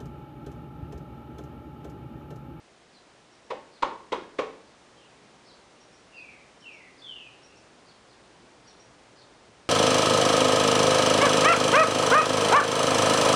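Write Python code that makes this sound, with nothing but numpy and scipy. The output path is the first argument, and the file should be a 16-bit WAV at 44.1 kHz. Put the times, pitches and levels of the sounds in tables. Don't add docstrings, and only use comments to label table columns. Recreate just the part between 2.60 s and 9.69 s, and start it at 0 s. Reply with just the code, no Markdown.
import sys
import numpy as np
from scipy import signal
from scipy.fft import rfft, irfft, next_fast_len
from scipy.io import wavfile
from scipy.ndimage import map_coordinates

SR = 44100
rng = np.random.default_rng(int(sys.argv[2]) if len(sys.argv) > 2 else 0)


def output_pcm(signal):
    pcm = np.clip(np.atleast_2d(signal).T, -1, 1) * 32767
    wavfile.write(sys.argv[1], SR, np.round(pcm).astype(np.int16))


N = 312669


def slaps(hand_parts=4):
    # start_s, smack_relative_db, full_contact_s, thud_relative_db
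    blows = [(0.9004, -31.5, 0.0061, -31), (1.2218, -21.5, 0.0044, -29), (1.5180, -24.5, .0058, -35),
             (1.7831, -25.5, 0.0063, -30)]
    # frequency_hz, density_db
    smack_spectrum = [(40, -33), (150, -18), (320, 3), (480, 6), (700, -1.5), (1080, 3.5), (1500, -5.3),
                      (2100, -4.5), (3400, -8.5), (4600, -16.5), (6500, -24), (10000, -38.5)]
    out, t = np.zeros(N), np.arange(SR // 4) / SR
    for start_s, smack_db, contact_s, thud_db in blows:
        for lag_s in np.linspace(0, contact_s, hand_parts):
            contact = amp(smack_db + 1.92 * wobble(672, len(t))) * swell(t / contact_s) ** 2.53
            smack = contact * noise(smack_spectrum, len(t)) / np.sqrt(hand_parts)
            add(out, start_s + lag_s, smack)
            add(out, start_s + lag_s, amp(-11) * near_walls(smack))
            add(out, start_s + lag_s, amp(-3.5) * yard(smack, build_s=0.0044))
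        ring = filtered(signal.unit_impulse(len(t)), basin)
        thud = amp(thud_db + 11.5) * ring / np.abs(ring).max()
        thud *= 1 - np.exp(-t / 0.0027)
        add(out, start_s + contact_s, thud)
        add(out, start_s + contact_s, amp(2.5) * yard(thud, build_s=0.009, stretch=0.7))
    return out


def pops():
    # start_s, settled_pitch_hz, level_db
    pockets = [(.9085, 950, -25), (0.914, 1090, -28.5), (.9195, 515, -25.5), (0.931, 820, -30.5),
               (1.2265, 910, -19), (1.2322, 1004, -10), (1.236, 530, -23.5), (1.5285, 926, -24),
               (1.531, 477, -25), (1.5345, 980, -21.5), (1.790, 546.6, -23.5), (1.7942, 1060, -22.5),
               (1.797, 472, -20.5), (1.820, 1060, -26.5)]
    swell_cycles, puff_peak_s = 1.61, 0.0049
    out, t = np.zeros(N), np.arange(SR // 8) / SR
    for start_s, pitch_hz, level_db in pockets:
        swell_s = swell_cycles / pitch_hz
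        sagging_hz = pitch_hz * (1 + 0.045 * np.exp(-t / swell_s))
        pop = amp(level_db) * swell(t / swell_s) ** 1.46 * tone(sagging_hz)
        puff = amp(2 * level_db - 22) * swell(t / puff_peak_s) ** 2
        add(out, start_s, pop + puff)
        add(out, start_s, amp(-7) * near_walls(pop))
        add(out, start_s, amp(-5) * yard(filtered(pop, basin), build_s=0.0021))
    return out


def basin(hz):
    # pitch_hz, width_hz, level_db
    modes = [(296, 26, -4.5), (432, 130, -2), (570, 87, -4), (630, 25, -8), (782, 31, 1), (892, 40, -1),
             (1073, 38.5, -3), (1280, 35, -12), (1880, 100, -10), (2320, 49, -21)]
    return sum(amp(level_db) * 1j * hz * width_hz / (pitch_hz ** 2 - hz ** 2 + 1j * hz * width_hz)
               for pitch_hz, width_hz, level_db in modes)


def near_walls(x, count=8):
    taps = np.zeros(SR // 10)
    delay_s = rng.uniform(0.0071, 0.033, count)
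    taps[(delay_s * SR).astype(int)] = rng.choice([-1, 1], count) * np.exp(-delay_s / 0.02)
    return signal.fftconvolve(x, taps / np.linalg.norm(taps))


def yard(x, build_s, stretch=1):
    # frequency_hz, decay_s
    decay_times = [(150, 0.99), (400, 0.5), (1040, 0.54), (2760, 0.43), (7280, 0.39)]
    hz, t, bands = signal.stft(rng.standard_normal(SR * 3 // 4), SR, nperseg=256)
    decay_s = stretch * along(decay_times, hz)[:, None]
    _, tail = signal.istft(bands * amp(-60 * t / decay_s), SR, nperseg=256)
    tail *= 1 - np.exp(-(np.arange(len(tail)) / SR / build_s) ** 2)
    return signal.fftconvolve(x, tail / np.linalg.norm(tail))


def birds():
    # start_s, length_s, start_hz, end_hz, bend, relative_db
    whistles = [(2.352, .22, 3540, 2310, 2, -62.5), (3.503, 0.31, 2862, 1963, 0.18, -48.5),
                (4.007, 0.3, 3330, 1906, 2.4, -48.5), (4.404, .31, 3598, 2355, .7, -44),
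                (4.821, 0.2, 2717, 2630, 0.27, -64)]
    # start_s, relative_db
    chirps = [(.315, -58), (1.11, -58.5), (2.04, -67), (2.844, -54), (3.545, -57), (4.372, -55),
              (5.25, -56), (5.466, -61), (6.04, -58), (6.555, -54)]
    # start_s, relative_db
    pip_pairs = [(0.716, -61.5), (3.2, -57.5), (4.001, -59), (4.83, -55), (6.067, -56.5)]
    out, pip_gap_s = np.zeros(N), 0.126
    for start_s, length_s, start_hz, end_hz, bend, db in whistles:
        whistle = amp(db) * bird_note(length_s, start_hz, end_hz, bend, peak_at=0.24, waver=0.0246)
        add(out, start_s, whistle)
        add(out, start_s, amp(3) * yard(whistle, build_s=0.0042, stretch=1.4))
    for start_s, db in chirps:
        chirp = bird_note(0.079, start_hz=4940, end_hz=3115, bend=-1.6, peak_at=0.44, waver=0.0517)
        add(out, start_s, amp(db - 3.5) * chirp)
        add(out, start_s, amp(db - 1) * yard(chirp, build_s=0.0042, stretch=1.03))
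    for pair_s, db in pip_pairs:
        for start_s in (pair_s, pair_s + pip_gap_s):
            pip = bird_note(0.03, start_hz=5360, end_hz=5820, bend=0.88, peak_at=0.28, waver=0.022)
            add(out, start_s, amp(db - 1.5) * pip)
            add(out, start_s, amp(db + 1.5) * yard(pip, build_s=0.0023, stretch=0.8))
    return out


def bird_note(length_s, start_hz, end_hz, bend, peak_at, waver):
    flutter_db, flutter_per_s = 2.5, 110.8
    size = int(length_s * SR)
    progress = np.linspace(0, 1, size)
    glide = np.expm1(-bend * progress) / np.expm1(-bend)
    pitch_hz = (start_hz + (end_hz - start_hz) * glide) * (1 + waver * wobble(183.3, size))
    flutter = amp(flutter_db * (wobble(flutter_per_s, size) - 0.5))
    envelope = swell(progress / peak_at) * signal.windows.tukey(size, 0.2)
    return envelope * flutter * tone(pitch_hz)


def hush():
    # frequency_hz, density_db
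    spectrum = [(20, -20), (35, -17), (60, -7.5), (85, -12), (120, -7), (160, -4.5), (250, -3), (360, -2),
                (520, -3.5), (720, -5), (1600, -10), (4600, -16), (6200, -18.5), (10000, -25.5)]
    settle_s, crossover_hz = 2.3, 1500
    rise_db = 2.5 * np.minimum(np.arange(N) / SR / settle_s - 1, 0)
    low_share = lambda hz: 1 / (1 + (hz / crossover_hz) ** 8)
    rumble = unit(filtered(noise(spectrum, N), lambda hz: np.sqrt(low_share(hz))))
    hiss = unit(filtered(noise(spectrum, N), lambda hz: np.sqrt(1 - low_share(hz))))
    return rumble * amp(-57 + rise_db + 0.27 * wobble(7.8, N)) + hiss * amp(-60 + 0.58 * rise_db)


def drone():
    # frequency_hz, density_db
    spectrum = [(30, -30), (60, 0), (85, -11), (120, 4.5), (160, -17), (300, -39)]
    start_db, rise_db_per_s = -79.5, 1.6
    return amp(start_db + rise_db_per_s * np.arange(N) / SR) * noise(spectrum, N)


def amp(db):
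    return 10 ** (np.asarray(db) / 20)


def unit(x):
    return x / np.sqrt(np.mean(x ** 2) + 1e-20)


def along(points, hz):
    points_hz, values = np.transpose(points)
    return np.interp(np.log(hz + 1), np.log(points_hz + 1), values)


def filtered(x, response):
    size = next_fast_len(len(x) + SR // 2)
    hz = np.fft.rfftfreq(size, 1 / SR)
    return irfft(rfft(x, size) * response(hz), size)[:len(x)]


def noise(spectrum, size):
    return unit(filtered(rng.standard_normal(size), lambda hz: amp(along(spectrum, hz))))


def tone(pitch_hz):
    return np.sin(2 * np.pi * np.cumsum(pitch_hz) / SR)


def wobble(knots_per_s, size):
    knots = rng.standard_normal(int(size * knots_per_s / SR) + 4)
    return map_coordinates(knots, [np.arange(size) * knots_per_s / SR])


def swell(u):
    u = np.maximum(u, 0)
    return u * np.exp(1 - u)


def add(track, start_s, sound):
    part = track[round(start_s * SR):]
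    part[:len(sound)] += sound[:len(part)]


def scene():
    return (slaps() + pops() + birds() + hush() + drone())[None]


def record(dry):
    top_hz = 10050
    return np.array([filtered(x, lambda hz: 1 / np.sqrt(1 + (hz / top_hz) ** 200)) for x in dry])


dry = scene()
out = record(dry)
output_pcm(out)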